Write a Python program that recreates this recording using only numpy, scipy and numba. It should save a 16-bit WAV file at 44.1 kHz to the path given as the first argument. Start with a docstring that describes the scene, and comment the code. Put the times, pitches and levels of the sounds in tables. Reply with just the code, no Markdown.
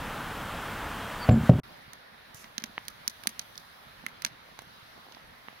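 """A heavy steel stand thuds onto a covered table in a snowy yard: decaying modes, rumble and cracks of noise.
A bird's gliding tones, a steady thin tone and shaped traffic hiss join it in a distant, nearly mono
microphone with gain control. After a cut and a short near-silence, a hand-held stereo camera hears its own
two-port hiss while fingers make its plastic body click, knock, tap and rustle: noise and snaps through
shell resonances, single swings and low modes. Two faint tones dive and climb back."""
import sys
import numpy as np
from scipy import signal
from scipy.fft import rfft, irfft, next_fast_len
from scipy.io import wavfile
from scipy.ndimage import uniform_filter1d, map_coordinates
from numba import njit

SR = 44100
rng = np.random.default_rng(int(sys.argv[2]) if len(sys.argv) > 2 else 0)


def to_wav(sig):
    """Store sig (one row per channel, or 1-D mono) as 16-bit WAV at the path in sys.argv[1].

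    Samples outside -1..1 are clipped; the rate is SR.
    """
    pcm = np.clip(np.atleast_2d(sig), -1, 1) * 32767
    pcm = np.round(pcm).astype(np.int16)
    wavfile.write(sys.argv[1], SR, pcm.T)  # frames by channels


def undo_db(level):
    """Turn decibels back into plain size, where 20 dB means ten times bigger."""
    steps = np.asarray(level, float) / 20
    return 10 ** steps


N = 246959

CUT_S, RESUME_S = 1.6005, 1.6335  # end of the first shot, start of the second
BACKGROUND_TOP_HZ = 15800

# The stand's legs land and rock. Each row: start in seconds, then boom, low drum, high drum and knock in dB.
BLOWS = [(1.2886, -8.5, -20.5, -20, -16.5), (1.2913, -11, -9, -20.5, -18.5), (1.3088, -13, -21, -26, -22.5),
         (1.3187, -12.5, -16, -34, -30.5), (1.34, -26, -10, -25.5, -33), (1.358, -32, -15.5, -30, -43),
         (1.372, -32, -18, -21, -40), (1.405, -32, -30.5, -30.5, -48), (1.433, -35, -23.5, -33, -48.5),
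         (1.4937, -3.5, -14, -6.5, -15), (1.511, -24, -33, -7.5, -36), (1.533, -32, -35, -33, -28),
         (1.5524, -17.5, -30, -18, -36), (1.586, -29.5, -42, -19.5, -35)]
# The crust of snow gives twice under each blow. Each row: delay in seconds, level in dB over the knock.
CRACKS = [(0, -7), (.0026, 3)]
# Modes of the table top under the stand. Each row: frequency in Hz, strength in dB, 60 dB decay in seconds.
BOOM_MODES = [(64.5, -23, 0.55), (85.5, -18, 0.68), (114.2, -10.5, 0.075), (126, 3.5, 0.15),
              (144, 2.5, 0.12), (172, -5, 0.15)]
# Low drum modes of the blow. Each row: frequency in Hz, strength in dB, 60 dB decay in seconds.
LOW_DRUM_MODES = [(204, -9.5, 0.084), (225.4, -0.5, .14)]
# High drum modes of the blow. Each row: frequency in Hz, strength in dB, 60 dB decay in seconds.
HIGH_DRUM_MODES = [(254.5, -1, 0.13), (314, -10, 0.063), (373, -6.5, 0.085)]
# Modes of the knocked steel. 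Each row: frequency in Hz, strength in dB, 60 dB decay in seconds.
STEEL_MODES = [(402.5, -9, .1), (523.6, -2.5, 0.14), (570, 0.5, .1), (609, 2, .06), (729, -10, 0.19),
               (878, -10, 0.08), (1046, -6.5, 0.03), (1300, -13.5, .04), (1666, -15.5, .03)]
# Bright clicks. Each row: start in seconds, level in dB, colour at 2 kHz in dB, colour at 10 kHz in dB,
# thump through the hand in dB.
CLICKS = [(1.933, -34.5, 8, 0, -60), (2.3447, -42, -2, 5, -55), (2.4423, -39, 9, -10.5, -49),
          (2.58, -19, 2, -9.5, -36), (2.6212, -38, 3, -4, -40), (2.6388, -21, 1.5, -4.5, -33.5),
          (2.852, -45, -3, 2.5, -60), (2.8819, -25, -1.5, 4, -46.5), (3.0776, -13, -7.5, 0.5, -40),
          (3.236, -33, 10.5, 1, -59), (3.2715, -11, 2, 4.5, -32), (3.3937, -21, -4, -5.5, -43.5),
          (3.555, -40, -7, -14, -56), (3.5774, -29, -11, -6, -65), (4.064, -21, 17.5, 7.5, -42),
          (4.2206, -29, 3, 4, -55), (4.2484, -11.5, 1.5, -5, -39), (4.2623, -27, 8, -1.5, -40.5),
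          (4.5896, -35, 9, 1, -58), (4.6194, -47, 3, 4, -58), (5.122, -43, -8, -13, -58),
          (5.1472, -39.5, -4, -21, -48)]
# Resonances of the camera shell. Each row: frequency in Hz, width in Hz, strength in dB.
SHELL_MODES = [(910, 90, 2), (1520, 520, 2), (2115, 560, -0.5), (3200, 870, -1.5), (4090, 650, 1.5),
               (4820, 640, 1), (5950, 614, 3), (6436, 720, 0.5), (8500, 1300, -13.5), (10160, 860, -2.5),
               (11830, 1600, -8), (14760, 3000, -7)]
# Dull knocks. Each row: start in seconds, level in dB, frequency in Hz, left over right in dB.
KNOCKS = [(2.7798, -15, 1940, -0.8), (3.258, -34.5, 680, -3), (4.0395, -40.5, 613, -11),
          (4.489, -44, 800, -2), (4.5899, -32, 850, -3.5), (4.62, -43, 500, -12), (4.978, -45.5, 445, -15),
          (5.067, -41.5, 614, 0.5), (5.086, -45, 500, -11), (5.114, -45, 800, -5), (5.17, -40, 700, -12),
          (5.4847, -28, 1650, -11), (5.529, -44, 605, -11)]
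# Dull taps through the hand. Each row: start in seconds, level in dB, frequency in Hz.
TAPS = [(1.879, -43.5, 139), (2.345, -42, 121), (2.695, -44, 221), (3.294, -44, 223), (3.867, -45, 132),
        (4.037, -42, 241), (4.671, -45.5, 112), (4.827, -47, 113)]
# Spectrum of the sliding finger. Each row: frequency in Hz, relative density in dB.
SLIDE_SPECTRUM = [(300, -120), (900, -14), (3000, -10), (6000, 7), (8000, -2), (10500, 2), (15500, -4),
                  (17000, -120)]
# Whistles. Each row: start in seconds, length in seconds, first Hz, last Hz, level in dB.
CHIRPS = [(0.944, 0.148, 3330, 3220, -49), (1.19, .068, 4770, 4480, -39), (1.455, 0.14, 3200, 3240, -53.5)]
# Faint diving tones, left then right. Each row: bottom in seconds, speed in Hz per second, level in dB.
SWEEPS = [(1.748, 3.3e5, -66), (1.797, 3.1e5, -66)]
# Steady thin tone of the first shot. Its one row: frequency in Hz, level in dB.
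WHINE = (15628, -75)
# Far traffic and hiss of the first shot. Each row: frequency in Hz, relative density in dB.
YARD_SPECTRUM = [(13, -39), (22, 2.5), (44, -2), (80, -2.5), (242, -4), (356, -10), (885, -4.5),
                 (1490, -5.5), (2260, -13.5), (3320, -15.5), (4380, -24), (6440, -28.5), (14700, -31),
                 (16000, -31)]
# Coherence of the yard noise. Each row: frequency in Hz, left-right likeness from 0 to 1.
YARD_LIKENESS = [(60, 0.99), (2500, 1), (4500, 0.89), (7000, 0.69), (15000, 0.586)]
# Hiss of the second shot. Each row: frequency in Hz, relative density in dB.
HISS_SPECTRUM = [(13, -56), (22, -11), (125, -5.5), (229, -6.5), (328, -14), (618, -9.5), (1380, -8.5),
                 (1490, -9), (1810, -8.5), (2740, -15), (3920, -14), (6100, -25.5), (7600, -37),
                 (10900, -22.5), (16000, -29)]
# Coherence of the hiss apart from the left port's lead. 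Each row: frequency in Hz, likeness from 0 to 1.
HISS_LIKENESS = [(60, 0.59), (180, 1), (400, 0.3), (1000, 0.16), (3000, 0.19), (5500, 0.063), (15000, .02)]
# Balance of the hiss. Each row: frequency in Hz, left over right in dB.
HISS_BALANCE = [(60, 1.5), (180, -6.5), (550, -0.5), (1650, -2.5), (4970, 0), (15000, -2)]
# Course of the hiss. Each row: time in seconds, level in dB, extra treble in dB.
HISS_LEVEL = [(1.64, -52, -0.5), (2.1, -54.5, -3), (2.5, -54, -0.7), (3.2, -54, 2.5), (3.8, -54.5, 0.5),
              (4.1, -53, -1.2), (4.5, -54.5, 0.7), (4.9, -54.5, 2), (5.3, -55, 0.2), (5.6, -55, 0.3)]


def stand():
    """Modal impact: each landing excites table and steel modes, and noise from loose frame and snow crust."""
    out, t = np.zeros(N), np.arange(SR // 2) / SR
    for s, boom_db, low_db, high_db, knock_db in BLOWS:
        for late, crack_db in CRACKS:
            crack = filtered(rng.standard_normal(len(t)), lambda hz: 1 / (1 + (hz / 3300) ** 4))
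            crack *= undo_db(-60 * t / 0.022) * (1 - np.exp(-t / 0.0004)) ** 1.5
            add(out, s + late, undo_db(knock_db + crack_db) * crack)
        low_drum = undo_db(low_db) * ring(LOW_DRUM_MODES, t, 0.0028)
        high_drum = undo_db(high_db) * ring(HIGH_DRUM_MODES, t, 0.0013)
        knock = undo_db(knock_db) * ring(STEEL_MODES, t, 0.00083)
        add(out, s, low_drum + high_drum + knock)
        # the loose frame rumbles
        rumble_band = lambda hz: 1 / (1 + (hz / 190) ** 4 + (75 / (hz + 1)) ** 4)
        rumble = undo_db(-10.5 - 60 * t / 0.34) * unit(filtered(rng.standard_normal(len(t)), rumble_band))
        # the top sinks, hence the minus, once the cover is crushed
        add(out, s + 0.001513, undo_db(boom_db) * (rumble - ring(BOOM_MODES, t, 0.0027)))
    # a small table radiates no deep bass
    out = no_bass(no_bass(out, hz=46.3), hz=46.3)
    return out + steel_ring()


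def steel_ring():
    """Lightly damped resonance: the steel sings thinly, its phase and level wavering as it decays."""
    start_s, tone_hz, level_db, rise_s, t60_s = 1.308, 7370, -42.5, 0.01, 0.18
    since = np.maximum(np.arange(N) / SR - start_s, 0)
    sing = np.sin(2 * np.pi * tone_hz * since + 1.07 * wobble(150)) * (1 - np.exp(-since / rise_s))
    return np.sqrt(2) * undo_db(level_db - 60 * since / t60_s + 3.5 * wobble(120)) * sing


def clicks():
    """Source and resonator: a snap and a slip of noise ring the shell near the right port, which hears first."""
    slip_t60_s, pan_db = 0.016, -8.5
    echo_s, echo_db, echo_t60_s, echo_pan_db = 0.019, -21.5, 0.048, 1
    snap_db, snap_growth = 25, 0.31  # over the slip at 0 dB; harder clicks snap more
    port_lag_s = 0.00042
    lead = 128  # samples of room ahead of the zero-phase colouring
    out, t = np.zeros((2, N)), np.arange(2048) / SR
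    # a wall answers every click, smeared and nearly central
    arrivals = [(0, 0, slip_t60_s, pan_db), (echo_s, echo_db, echo_t60_s, echo_pan_db)]
    for s, db, low_db, high_db, _ in CLICKS:
        colour = [(300, low_db - 26), (1100, low_db - 9.0), (2100, low_db), (4800, 0.0063),
                  (10000, high_db), (15000, high_db - 3)]
        for late, loss_db, t60, lean_db in arrivals:
            near, far = rng.standard_normal((2, len(t))) * undo_db(-60 * t / t60)
            # the snap, just after the slip begins
            near[8] -= undo_db(snap_db + snap_growth * (db + loss_db))
            slip = np.pad([0.31 * near + 0.65 * far, near], [(0, 0), (lead, 0)])
            pair = filtered(slip, lambda hz: shell(hz) * undo_db(along(colour, hz)))
            pair /= np.abs(pair).max(1, keepdims=True)
            # the ports add in power
            pair *= np.sqrt(2) * undo_db(db + loss_db + lean_db * np.array([[.5], [-.5]]))
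            add(out[0], s + late - lead / SR + port_lag_s, pair[0])
            add(out[1], s + late - lead / SR, pair[1])
    return out


def shell(hz):
    """Modal superposition: damped resonators of alternating sign on a weak direct path."""
    total = 0.1
    for k, (centre, width, db) in enumerate(SHELL_MODES):
        damping = 1j * hz * width
        total = total + (-1) ** k * undo_db(db) * damping / (centre ** 2 - hz ** 2 + damping)
    return total


def knocks():
    """Blunt contact: about one swing, then weak table echoes; off centre, the left port hears it late."""
    swings, most_lag_s = 1.13, 0.00025
    out, t = np.zeros((2, N)), np.arange(1024) / SR
    for s, db, hz, pan_db in KNOCKS:
        swing = np.sin(2 * np.pi * hz * t) * (hz * t) * np.exp(-4.5 * hz * t / swings)
        swing = undo_db(db) * swing / np.abs(swing).max()
        lag = most_lag_s * np.tanh(abs(pan_db) / 3)
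        for delay, gain_db in [(0, 1.5), (.001, -7), (.0023, -27)]:
            add(out[0], s + delay + lag, undo_db(gain_db + pan_db / 2) * swing)
            add(out[1], s + delay, undo_db(gain_db - pan_db / 2) * swing)
    return filtered(no_bass(out, hz=202.0), lambda hz: 1 / (1 + (hz / 4800) ** 6))


def taps(count=8):
    """Structure-borne sound: the hand carries low modes under each click, alone, and faintly at random."""
    thump_hz, faint_db, faint_hz = 224, -53, 172
    out, t = np.zeros(N), np.arange(SR // 8) / SR
    when, size, pitch = rng.random((count, 3)).T
    faint_s = RESUME_S + when * (N / SR - RESUME_S)
    # levels spread over 6 dB, pitches over an octave
    faint = zip(faint_s, faint_db + 6 * (size - .5), faint_hz * 2 ** (pitch - .5))
    thumps = [(row[0], row[-1], thump_hz) for row in CLICKS]
    for s, db, hz in thumps + list(TAPS) + list(faint):
        add(out, s, undo_db(db) * ring([(hz, 0, .045), (1.15 * hz, -8, .03)], t, 0.0019))
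    return out * undo_db([[-3.5], [2.5]])


def slide():
    """Friction noise: a finger rubs the shell with a sudden start, a slow sag and a quick lift."""
    start_s, lasts_s, level_db = 2.345, 0.079, -55.5
    sag_db_per_s, lift_db_per_s = 35, 230  # the lift adds to the sag
    since = np.arange(N) / SR - start_s
    db = level_db - sag_db_per_s * since - lift_db_per_s * np.maximum(since - lasts_s, 0)
    level = (since > 0) * undo_db(np.minimum(db, 0) + 0.92 * wobble(90))
    return level * rush(SLIDE_SPECTRUM, [(1000, .2)], patchy_db=1) * undo_db([[-2.2], [2.2]])


def bird():
    """Frequency-modulated tone: short thin whistles glide, swell and stop."""
    out = np.zeros(N)
    for s, length, first_hz, last_hz, db in CHIRPS:
        u = np.arange(round(length * SR)) / (length * SR)
        swell_db = np.interp(u, [0, 0.74, 1], [-16, 0, -18])
        hz = last_hz + (first_hz - last_hz) * (1 - u) ** 1.6
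        hz = hz * (1 + .004 * wobble(40)[:len(u)])
        level = np.sqrt(2) * undo_db(db + swell_db + 1.5 * wobble(90)[:len(u)])
        add(out, s, level * np.sin(2 * np.pi * np.cumsum(hz) / SR))
    return out


def sweeps():
    """Linear chirp: pitch proportional to the time from the bottom, heard only inside the band."""
    t, ports = np.arange(N) / SR, []
    for s, speed, db in SWEEPS:
        in_band = np.abs(t - s) * speed < BACKGROUND_TOP_HZ
        ports.append(undo_db(db + 1.6 * wobble(150)) * in_band * np.sin(np.pi * speed * (t - s) ** 2))
    return np.array(ports)


def whine():
    """Pure tone: a steady thin sine."""
    hz, db = WHINE
    return np.sqrt(2) * undo_db(db) * np.sin(2 * np.pi * hz * np.arange(N) / SR)


def yard():
    """Coloured noise: the traffic draws slowly nearer, so its level climbs."""
    start_db, swell_db_per_s = -37.5, 1.02
    db = start_db + swell_db_per_s * np.arange(N) / SR + 0.29 * wobble(2.66)
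    return undo_db(db) * rush(YARD_SPECTRUM, YARD_LIKENESS, patchy_db=0.52)


def hiss():
    """Partial coherence: port hiss plus far noise that leads on the left; handling makes the bass lumpy."""
    port_s = 0.000498  # travel time between the two ports
    bass_db, air_db = -1.2, -3
    db, treble_db = curves(HISS_LEVEL)
    half = np.array([[.5], [-.5]])
    lean = lambda hz: undo_db(along(HISS_BALANCE, hz) * half) * np.exp(2j * np.pi * hz * port_s * half)
    noise = filtered(rush(HISS_SPECTRUM, HISS_LIKENESS, patchy_db=1.28), lean)
    bass = filtered(noise, lambda hz: 1 / (1 + (hz / 350) ** 4))
    treble = filtered(noise, lambda hz: 1 / (1 + (3500 / (hz + 1)) ** 4))
    air = filtered(treble, lambda hz: 1 / (1 + (7500 / (hz + 1)) ** 8))
    lumps = undo_db(bass_db + 0.61 * wobble(3.01) + 0.88 * wobble(25))
    air_gain = undo_db(air_db + 1.2 * treble_db + 1.2 * wobble(3.02))
    middle = noise - bass - treble
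    return undo_db(db) * (middle + lumps * bass + undo_db(treble_db) * (treble - air) + air_gain * air)


def rush(spectrum, alike, patchy_db):
    """Mid-side coherence: stereo noise with a mid of rms 1 and time-frequency patches of random gain."""
    z = signal.stft(rng.standard_normal((2, N)), nperseg=512)[2]
    field = uniform_filter1d(rng.standard_normal(z.shape[1:]), size=6, axis=0)
    field = uniform_filter1d(field, size=12, axis=1)
    pair = signal.istft(z * undo_db(patchy_db * unit(field)), nperseg=512)[1][:, :N]

    def response(hz):
        """Coherence as an angle: its half-angle tangent is the side's share."""
        side_share = np.tan(np.arccos(np.clip(along(alike, hz), -.5, 1)) / 2)
        colour = undo_db(along(spectrum, hz)) * (hz < BACKGROUND_TOP_HZ)
        return colour * np.array([np.ones_like(hz), side_share])

    mid, side = filtered(pair, response)
    return np.array([mid + side, mid - side]) / np.std(mid)


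def ring(modes, t, attack):
    """Modal decay: damped sines from rest, at slightly new strengths each blow."""
    total = 0
    for hz, db, t60 in modes:
        strength_db = db + 1.2 * rng.standard_normal()
        total = total + undo_db(strength_db - 60 * t / t60) * np.sin(2 * np.pi * hz * t)
    return total * (1 - np.exp(-t / attack))


def no_bass(x, hz):
    """Second-order resonator: a causal high-pass."""
    return filtered(x, lambda f: -(f / hz) ** 2 / (1 + 1.3j * f / hz - (f / hz) ** 2))


def filtered(x, response):
    """Convolution theorem: the spectrum of x times a complex response of frequency."""
    m = next_fast_len(x.shape[-1] + 4096)
    return irfft(rfft(x, m) * response(np.fft.rfftfreq(m, 1 / SR)), m)[..., :x.shape[-1]]


def unit(x):
    """Power normalisation: scale to rms 1."""
    return x / np.sqrt(np.mean(x ** 2) + 1e-20)


def along(points, hz):
    """Logarithmic pitch scale: interpolate (Hz, value) points on it."""
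    f, v = np.transpose(points)
    return np.interp(np.log(hz + 1), np.log(f + 1), v)


def curves(rows):
    """Linear interpolation: one value per sample for each column after the time."""
    s, *cols = np.transpose(rows)
    return [np.interp(np.arange(N) / SR, s, c) for c in cols]


def wobble(rate):
    """Band-limited fluctuation: a smooth random curve, rate knots a second."""
    knots = rng.standard_normal(int(N * rate / SR) + 4)
    return map_coordinates(knots, [np.arange(N) * rate / SR])


def add(out, s, x):
    """Superposition: mix x into out from time s."""
    i = round(s * SR)
    out[..., i:i + x.shape[-1]] += x[..., :out.shape[-1] - i]


@njit
def held_peak(level, rise, fall):
    """Peak detection: a follower that is fast up and slow down."""
    out = np.zeros(len(level))
    for i in range(1, len(level)):
        rate = rise if level[i] > out[i - 1] else fall
        out[i] = out[i - 1] + rate * (level[i] - out[i - 1])
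    return out


def gain_control(x, knee_db=-17, slope=0.52, attack=0.0033, release=0.087):
    """Compression: loud peaks pull the gain down within milliseconds; it creeps back."""
    peak = held_peak(np.abs(x).max(0), 1 / (attack * SR), 1 / (release * SR))
    gain = np.maximum(peak / undo_db(knee_db), 1) ** -slope
    return x * uniform_filter1d(gain, size=90)


def first_shot():
    """Superposition before compression: stand, bird, thin tone and yard through the far microphone."""
    return gain_control(stand() + bird() + whine() + yard())


def second_shot():
    """Superposition: handling sounds and faint tones over the camera's hiss."""
    return clicks() + knocks() + taps() + slide() + sweeps() + hiss()


def scene():
    """Cross-fade in time: two shots with a nearly silent gap between them."""
    cut_fade_s, resume_fade_s = 0.0016, 0.00056
    t = np.arange(N) / SR
    first = first_shot()
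    # a faint, dull, fading remnant of the first shot
    remnant = filtered(first, lambda hz: 1 / (1 + (hz / 1500) ** 4))
    gap = undo_db(-29 - 300 * np.clip(t - CUT_S, 0, .1)) * remnant
    kept = np.sin(np.pi / 2 * np.clip((CUT_S - t) / cut_fade_s + .5, 0, 1)) ** 2
    resumed = np.clip((t - RESUME_S) / resume_fade_s, 0, 1)
    return kept * first + (1 - kept) * gap + resumed * second_shot()


def band_limit(x):
    """A steep low-pass at the top of the band."""
    return signal.sosfilt(signal.butter(12, 17110, fs=SR, output="sos"), x)


def record(dry):
    """Band limitation: a steep low-pass at 16.5 kHz finishes the mix."""
    limited = filtered(dry, lambda hz: 1 / (1 + (hz / 16500) ** 80))
    return band_limit(limited)


dry = scene()
out = record(dry)
to_wav(out)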